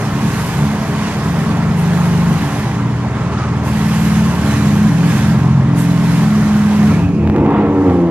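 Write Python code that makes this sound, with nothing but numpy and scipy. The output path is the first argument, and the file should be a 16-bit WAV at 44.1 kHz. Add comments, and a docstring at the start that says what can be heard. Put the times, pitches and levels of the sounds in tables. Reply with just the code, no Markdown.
"""A four-cylinder car on a workshop lift drones through an open exhaust at a raised idle that sinks and recovers.
One cylinder hits hardest: its orders slide through the resonances of pipe and room, excited by firing pulses.
Gas, made of filtered noise, rushes and hisses, eases off and spurts again; low notes swell in the drone.
Near the end the throttle opens: the engine stumbles, thumps and clicks and revs up while the hiss dies away.
With the opposite cylinder now firing almost as hard, it starts to fall back."""
import sys
import numpy as np
from scipy import signal
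from scipy.fft import rfft, irfft
from scipy.io import wavfile
from scipy.ndimage import uniform_filter1d, minimum_filter1d

SR = 44100
rng = np.random.default_rng(int(sys.argv[2]) if len(sys.argv) > 2 else 0)


def unload_wav(signal):
    """Save mono or channel-first audio to the path in sys.argv[1] as 16-bit WAV at rate SR, clipped to [-1, 1]."""
    wavfile.write(
        sys.argv[1],
        SR,
        np.round(np.clip(np.atleast_2d(signal).T, -1, 1) * 32767).astype(np.int16),
    )


N = 357246
T = np.arange(N) / SR
HZ = np.fft.rfftfreq(N, 1 / SR)


def amp(db):
    """Logarithmic level: decibels become an amplitude gain."""
    return 10 ** (np.asarray(db) / 20)


def curves(rows):
    """Linear interpolation: each column after the time becomes a curve over time."""
    s, *columns = np.transpose(rows)
    return [np.interp(T, s, column) for column in columns]


def read(points):
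    """Logarithmic pitch scale: a table over frequency is joined on a log axis."""
    hz, value = np.transpose(points)
    return np.interp(np.log(HZ + 1), np.log(hz + 1), value)


def ramp(start_s, length_s):
    """Linear transition: rises from 0 to 1."""
    return np.clip((T - start_s) / length_s, 0, 1)


def bell(s, half_length_s):
    """Gaussian envelope: swells to 1 at s and falls to 1/e a half length away."""
    return np.exp(-((T - s) / half_length_s) ** 2)


def swells(rows):
    """Superposition of Gaussian swells: one summed curve for each dB column."""
    return sum(np.outer(db, bell(s, half_length)) for s, half_length, *db in rows)


def unit(x):
    """Normalisation of power: scales to rms 1."""
    return x / np.sqrt(np.mean(x ** 2) + 1e-20)


def held(x, size=6000):
    """Short-time power normalisation: rms stays near 1, but the throb of single firings remains."""
    power = uniform_filter1d(uniform_filter1d(x ** 2, size), size)
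    return x / np.sqrt(abs(power) + 1e-20)


def wander(hz):
    """Low-passed random process: slow chance of rms 1, up to about hz."""
    return unit(irfft(rfft(rng.standard_normal(N)) / (1 + (HZ / hz) ** 4), N))


def band(x, lo_hz, hi_hz, order=4):
    """Band-pass filtering: a Butterworth response passes lo_hz to hi_hz."""
    sos = signal.butter(order, [lo_hz, min(hi_hz, .49 * SR)], "band", fs=SR, output="sos")
    return signal.sosfilt(sos, x)


def workshop(x, t60=1.0):
    """Diffuse reverberation: exponentially decaying noise, independent at each microphone."""
    t = np.arange(SR) / SR
    tail = rng.standard_normal((2, SR)) * amp(-60 * t / t60) * (t > .006)
    return signal.fftconvolve(x[None], tail / np.linalg.norm(tail[0]), axes=1)[:, :N]


def rumble():
    """Partly coherent ambient noise: low workshop air, mostly shared by the two microphones."""
    common, left, right = band(rng.standard_normal((3, N)), 53, 91, order=2)
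    pair = unit(common + .45 * np.array([left, right]))
    return amp(-34.5) * pair


# Low notes in the drone. Each row: centre in seconds, half length in seconds, pitch in Hz, mean level in dB.
LOW_NOTES = [(0, 0.099, 114, -25), (0.625, 0.075, 145.6, -16), (2.313, 0.6, 121.5, -28),
             (2.892, 0.21, 119.6, -19), (5.503, 0.31, 133.4, -21)]


def hum():
    """Amplitude and phase modulation: sine tones swell, fade and waver a little."""
    drift_rad = 0.72 * wander(0.75)
    notes = np.zeros(N)
    for s, half_length, hz, db in LOW_NOTES:
        notes += amp(db) * bell(s, half_length) * np.sin(2 * np.pi * hz * T + drift_rad)
    return np.sqrt(2) * amp(2.8 * wander(3.1)) * notes  # root 2 brings a sine to rms 1


# Short howls and whistles in the gas stream. Each row: centre in seconds, half length in seconds,
# pitch in Hz, width in Hz, level in dB, left minus right in dB.
WHISTLES = [(3.413, 0.11, 1220, 400, -28, 0), (6.94, 0.032, 2330, 200, -33.5, -6),
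            (7.042, 0.037, 2570, 220, -36, -5), (7.3, 0.38, 2510, 450, -43.5, -7),
            (7.55, 0.059, 2600, 500, -44, -8), (7.54, 0.037, 1060, 500, -34, 1)]


def howls():
    """Resonant filtering: noise caught briefly in a resonance is heard as a fuzzy whistle."""
    out = np.zeros((2, N))
    for s, half_length, hz, width, db, pan_db in WHISTLES:
        resonance = 1 / (1 + (2 * (HZ - hz) / width) ** 2)
        tone = unit(irfft(rfft(rng.standard_normal(N)) * resonance, N))
        out += tone * bell(s, half_length) * amp([[db + pan_db / 2], [db - pan_db / 2]])
    return out


# Likeness of the two microphones. Each row: frequency in Hz, coherence 0-1.
COHERENCE = [(300, .98), (1000, .93), (2000, .8), (3000, .55), (4500, .25), (14000, .25)]
# Balance of the two microphones. Each row: frequency in Hz, left minus right in dB.
BALANCE = [(300, 1), (1000, -0.5), (2000, -2), (4000, -6.5), (6500, -8.5), (9000, -2), (13000, 1.5)]


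def gas(colour, ripple_db):
    """Partial coherence: turbulent noise with a fixed, randomly rippled spectrum, partly alike at the microphones."""
    a, b = rfft(rng.standard_normal((2, N)))
    ripple = unit(uniform_filter1d(rng.standard_normal(len(HZ)), size=140))
    same, balance_db = read(COHERENCE), read(BALANCE)
    left = a * amp(balance_db / 2)
    right = (same * a + np.sqrt(1 - same ** 2) * b) * amp(-balance_db / 2)
    pair = irfft(np.array([left, right]) * amp(read(colour) + ripple_db * ripple), N)
    return pair / pair.mean(0).std()


def gusty(x, patchy_db):
    """Intermittency of turbulence: eddies swell and fade in patches a few hundred Hz wide."""
    z = signal.stft(x, nperseg=512)[2]
    chance = rng.standard_normal(z.shape[1:])
    patches = unit(uniform_filter1d(uniform_filter1d(chance, size=4, axis=0), size=9, axis=1))
    return signal.istft(z * amp(patchy_db * patches), nperseg=512)[1][:, :N]


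# The gas eases off, then breaks out again. Each row: start in seconds, end in seconds, depth for the sizzle in dB.
EASINGS = [(1.4, 1.767, 6), (2.587, 3.65, 12.5), (5.307, 5.76, 14.5)]
EASE_S, BREAK_OUT_S = 0.26, .04
HISS_FOLLOWS = 0.46  # share of the sizzle's dips that the hiss takes
# Spurts of gas. Each row: centre in seconds, half length in seconds, hiss change in dB, sizzle change in dB.
GAS_SPURTS = [(.42, 0.19, 2.5, 6.5), (1.06, .07, 3.5, 0), (1.8, 0.038, -2, 4), (2.03, 0.088, 1, 2.5),
              (2.5, 0.31, 1, 2.5), (3.4, 0.086, 4, -3), (3.68, 0.035, -0.5, 5), (4.03, 0.27, 3.5, 6.5),
              (4.53, 0.11, 4, 6), (4.73, 0.13, 2, 2.5), (5.17, 0.11, 4.5, 6.5), (5.8, 0.054, -0.5, 10),
              (6.16, 0.099, 2, 4.5), (7.9, 0.18, 5.5, 10)]
# The hiss dies away after the throttle opens: delay in seconds, time constant in seconds,
# final hiss change in dB, final sizzle change in dB.
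FADE_UNDER_THROTTLE = (0.11, 0.17, -16.5, -25)
HISS_DB, SIZZLE_DB = -32.5, -45.5  # escaping gas at idle


def flow():
    """Modulated flow noise: hiss and sizzle dB are steady but for lulls and spurts, then decay away."""
    lull_db = np.zeros(N)
    for start, end, depth in EASINGS:
        lull_db += depth * ramp(start, EASE_S) * (1 - ramp(end - BREAK_OUT_S / 2, BREAK_OUT_S))
    hiss_db, sizzle_db = swells(GAS_SPURTS)
    delay, fade, hiss_drop_db, sizzle_drop_db = FADE_UNDER_THROTTLE
    gone = 1 - np.exp(-np.maximum(T - OPEN_S - delay, 0) / fade)
    return (HISS_DB + hiss_db - HISS_FOLLOWS * lull_db + hiss_drop_db * gone,
            SIZZLE_DB + sizzle_db - lull_db + sizzle_drop_db * gone)


# Spectra of the three gas noises. Each row: frequency in Hz, relative spectral level in dB.
ROAR_COLOUR = [(150, -12), (280, 0), (400, 1), (580, -1), (800, -1), (1000, 0), (1250, -2), (1500, -9.5),
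               (1900, -8), (2600, -18), (3600, -25), (6000, -50), (12000, -92)]
HISS_COLOUR = [(700, -24), (1500, 9), (2200, 4.5), (3000, 1.5), (4200, -2.5), (6500, -4.5), (8000, -9.5),
               (10000, -14.5), (14000, -47)]
SIZZLE_COLOUR = [(5000, -9.5), (7500, 2.5), (9000, 4), (11800, 5.5), (12800, -1.5), (13800, -6),
                 (14600, -17)]


def rush(pulses):
    """Pulsating jet noise: gas leaves in puffs as a roar, and a hiss and fine sizzle that flutter together."""
    _, _, roar_db = blast()
    hiss_db, sizzle_db = flow()
    puffs = unit(band(abs(pulses), 18, 160, order=1))
    roar_gain = amp(roar_db + 2.1 + .5 * puffs + .5 * wander(25))
    roar = gusty(gas(ROAR_COLOUR, ripple_db=2.5), patchy_db=1.5) * roar_gain
    flutter_db = 0.44 * puffs + 0.44 * wander(23)
    hiss = gusty(gas(HISS_COLOUR, ripple_db=1.7), patchy_db=1.2) * amp(hiss_db + flutter_db)
    sizzle = gusty(gas(SIZZLE_COLOUR, ripple_db=-1.0), patchy_db=2.0) * amp(sizzle_db + flutter_db)
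    return roar * np.sqrt(1 - growl_share()) + hiss + sizzle


# Thumps and overload clicks. Each row: time in seconds, low thump peak in dB, click peak in dB.
THUMPS_AND_CLICKS = [(6.91, -11, -30), (6.954, -9, -15), (6.993, -14, -22), (7.032, -10, -22),
                     (7.062, -8, -30), (7.2, -15, -34), (7.226, -11, -28), (7.251, -11, -26),
                     (7.275, -13, -4), (7.299, -14, -2.5), (7.363, -22, -3.5), (7.383, -20, -9),
                     (7.41, -15, -28), (7.463, -26, -7), (7.898, -14, -5), (7.968, -22, -14)]


def thumps(thump_hz=92, length_s=0.012, click_s=.0003):
    """Transients: short low thumps of the stumbling engine, some topped by a sharp click from overloaded peaks."""
    t, out = np.arange(-2000, 2000) / SR, np.zeros(N)
    thump = np.cos(2 * np.pi * thump_hz * t) * np.exp(-(t / length_s) ** 2)
    click = (1 - abs(t) / click_s / 2) * np.exp(-abs(t) / click_s)
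    for s, thump_db, click_db in THUMPS_AND_CLICKS:
        part = out[round((s + t[0]) * SR):][:len(t)]
        part += (amp(thump_db) * thump + amp(click_db) * click)[:len(part)]
    return out + amp(-15.5) * workshop(out)


# The wandering idle. Each row: time in seconds, speed in four-stroke cycles a second.
IDLE_SPEED = [(0, 23.8), (.54, 24.3), (1.54, 24.6), (1.94, 25), (2.36, 24.35), (2.86, 19.8), (3.49, 20),
              (3.8, 19.15), (4.14, 19.25), (4.74, 21), (5.14, 22.5), (5.54, 22.3), (6.54, 20.85), (6.8, 21)]
# One blip of the throttle: it opens, the speed climbs to its top, hangs there and coasts down.
OPEN_S, TOP_S, SHUT_S = 6.84, 7.48, 7.55
TOP_SPEED, COAST_S = 52, 1.24  # cycles a second, time constant in seconds


def engine_speed():
    """Rotational inertia: cycles a second idle, climb steadily under throttle and coast down exponentially."""
    idle, = curves(IDLE_SPEED)
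    blip = ramp(OPEN_S, TOP_S - OPEN_S) * np.exp(-np.maximum(T - SHUT_S, 0) / COAST_S)
    return idle + (TOP_SPEED - idle) * blip


# How unevenly it fires at idle. Each row: time in seconds, unevenness 0-1.
IDLE_UNEVENNESS = [(0, 0.46), (1.1, 0.41), (1.6, 0.19), (2.2, 0.17), (2.7, 0.52), (3.2, 0.28), (5.4, 0.21),
                   (6.7, 0.16)]
STUMBLE = 0.38  # unevenness added while the throttle is open


def unevenness(onset_s=.1, settle_s=0.65):
    """Cycle-to-cycle variation: the engine stumbles under throttle and settles once it is up to speed."""
    idle, = curves(IDLE_UNEVENNESS)
    return idle + STUMBLE * (ramp(OPEN_S, onset_s) - ramp(TOP_S, settle_s))


OPPOSITE_IDLE, OPPOSITE_COAST = 0.085, 0.92  # the cylinder opposite the strong one, relative to it


def firings(jitter=0.032, weak=0.023, even_out_s=0.28):
    """Engine-order excitation: one pulse a firing from a strong cylinder, its opposite and two weak ones."""
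    uneven = unevenness()
    opposite = OPPOSITE_IDLE + (OPPOSITE_COAST - OPPOSITE_IDLE) * ramp(TOP_S, even_out_s)
    cycles = np.cumsum(engine_speed()) / SR + jitter * uneven * wander(30)
    count = np.maximum.accumulate(np.floor(4 * cycles))  # never counts back
    at = np.flatnonzero(np.diff(count))
    chance = rng.standard_normal(2000)[:len(at)]
    cylinder = np.mod(count[at], 4)
    strength = np.select([cylinder == 0, cylinder == 2], [1, opposite[at]], weak)
    pulses = np.zeros(N)
    pulses[at] = strength + .5 * uneven[at] * chance
    return pulses


# Level of the low boom before its surges. Each row: time in seconds, level in dB.
BOOM_CURVE = [(0.0, -20), (0.25, -14), (0.47, -19.5), (0.61, -15.5), (0.79, -18), (2.3, -12), (2.57, -19.5),
              (2.84, -16), (3.09, -18.5), (4.24, -11), (4.37, -15), (4.85, -9), (4.92, -11), (6.75, -11),
              (6.88, -8.5), (6.97, -13), (8.03, -17.5), (8.1, -19)]
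# The blast chokes or surges. Each row: centre in seconds, half length in seconds,
# boom change in dB, bark change in dB, roar change in dB.
BLAST_SURGES = [(1.12, 0.046, -6.5, -4, 1), (1.7, 1, 1, 1, 1.06), (2.95, 0.11, -2, 0.5, -2.5),
                (4.47, 0.078, 0.5, 7, 1.5), (4.92, 0.051, 0, -3, -3), (5.75, 0.32, -0.5, -0.5, -1.2),
                (6.94, .05, 1, 9.5, 1), (7.15, .11, -0.5, 0.5, -8), (7.31, 0.034, 0.5, -4, -4.5),
                (7.44, .05, 0.5, 1, -1), (7.55, 0.11, 0.5, -2, 6.5), (7.89, 0.051, 4, 4, 4),
                (8.08, 0.17, 2, 4, -2)]
BARK_IDLE_DB, BARK_REVVED_DB = -32.5, -13  # the pipe's hard bark
ROAR_REFERENCE_DB = -28  # steady; roar and growl are set a few dB above it


def blast(idle_speed=26, revved_speed=47):
    """Speed-dependent radiation: boom, bark and roar in dB; the bark hardens with speed, all three surge."""
    boom_db, bark_db, roar_db = swells(BLAST_SURGES)
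    hard_db = np.interp(engine_speed(), [idle_speed, revved_speed], [BARK_IDLE_DB, BARK_REVVED_DB])
    return curves(BOOM_CURVE)[0] + boom_db, hard_db + bark_db, ROAR_REFERENCE_DB + roar_db


def growl_share(idle=0.061, revved=0.5):
    """Division of power: the faster the engine, the more of the roar rings in the pipe's high modes."""
    return np.clip(np.interp(engine_speed(), [24, 42], [idle, revved]), .01, .95)


def smear(x, low_s=0.03004, corner_hz=170):
    """Dispersion: the pipe holds low notes back longer than high ones, so each firing is drawn out."""
    delay_s = abs(low_s) / (1 + (HZ / corner_hz) ** 4)
    phase = 2 * np.pi * np.cumsum(delay_s) * HZ[1]  # group delay summed over frequency
    return irfft(rfft(x) * np.exp(-1j * phase), N)


def ring(x, modes):
    """Modal superposition: the drive rings a set of fixed damped resonances."""
    out = np.zeros(N)
    for hz, width, db, polarity in modes:
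        r, angle = np.exp(-np.pi * abs(width) / SR), 2 * np.pi * hz / SR
        mode = signal.lfilter([1 - r, 0, r - 1], [1, -2 * r * np.cos(angle), r * r], x)
        out += np.sign(polarity) * amp(db) * mode
    return out


# Low modes of pipe and room, middle pipe modes, and high pipe modes that growl at speed.
# Each row: frequency in Hz, width in Hz, level within its set in dB, polarity (sign) at the microphone.
LOW_MODES = [(67.7, 2, -14.5, 1.0), (79.9, 6.8, -5.5, -1.0), (93.9, 12.2, -8.5, -1.0),
             (110.7, 20.3, -0.9, -1.0), (119.8, 21.4, 1, 1.0), (118.84, 1.54, 4, -1.0),
             (130.4, 7.3, 3.5, -1.0), (151.95, 2.8, 1, 1.0), (154.2, 5.3, -2, 1.0), (173.97, 4, 6.5, 1.0),
             (210.1, 2.68, 10.5, 1.0), (220.5, 2, -4, 1.0), (283, 2.56, 2.5, 1.0)]
MIDDLE_MODES = [(275, 28, -9.5, 1), (285, 15, 2.5, 1), (318, 26, -5, -1), (337.1, 10.4, 1, 1),
                (382.4, 18, -10.5, -1), (399.2, 7.8, -3.5, -1), (462.6, 2.36, 4, 1), (520, 21, -11.5, -1),
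                (545, 27, -13.5, 1), (597, 12, -17.5, -1)]
HIGH_MODES = [(664, 2.7, 5, 1), (717, 23, -7, -1), (787, 15, -6.5, 1), (809, 7.1, -1.5, -1),
              (866, 6.8, -1.5, 1), (929, 11, -3.5, 1), (1024, 13, -9.5, -1), (1072, 11, -8, -1),
              (1148, 32, -14, 1), (1310, 3.1, -8, 1)]


def exhaust(pulses):
    """Forced resonance: firings and turbulence ring pipe and room; uneven firing churns the gas more."""
    boom_db, bark_db, roar_db = blast()
    drive = smear(held(pulses))
    low, middle, high = drive + 1.2 * unevenness() * rng.standard_normal((3, N))
    boom = amp(boom_db) * held(band(ring(low, LOW_MODES), 53.4, 348))
    bark = amp(bark_db) * held(band(ring(middle, MIDDLE_MODES), 212.6, 770))
    high = high + .5 * rng.standard_normal(N)
    growl_gain = amp(roar_db + 4.0) * np.sqrt(growl_share())
    growl = growl_gain * held(band(ring(high, HIGH_MODES), 648, 1450))
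    echo = amp(-23) * workshop(boom) + amp(-19) * workshop(bark + growl)
    return (boom + bark + growl) * amp([[-.15], [.15]]) + echo


def scene():
    """Superposition and arrival-time difference: all sources, heard from behind the car, reach the right first."""
    pulses = firings()
    left, right = rumble() + hum() + howls() + rush(pulses) + thumps() + exhaust(pulses)
    return np.array([np.r_[np.zeros(3), left[:-3]], right])  # left lags by 3 samples


def record(dry):
    """Peak limiting and band limiting: a fast gain holds down the loudest peaks, then the treble is cut."""
    room = np.minimum(1, .98 / (abs(dry).max(0) + 1e-9))
    gain = uniform_filter1d(uniform_filter1d(minimum_filter1d(room, size=161), size=81), size=81)
    lowpass = signal.firwin(511, 14500, window=("kaiser", 9), fs=SR)  # cutoff in Hz
    return signal.oaconvolve(dry * gain, lowpass[None], "same")


dry = scene()
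out = record(dry)
unload_wav(out)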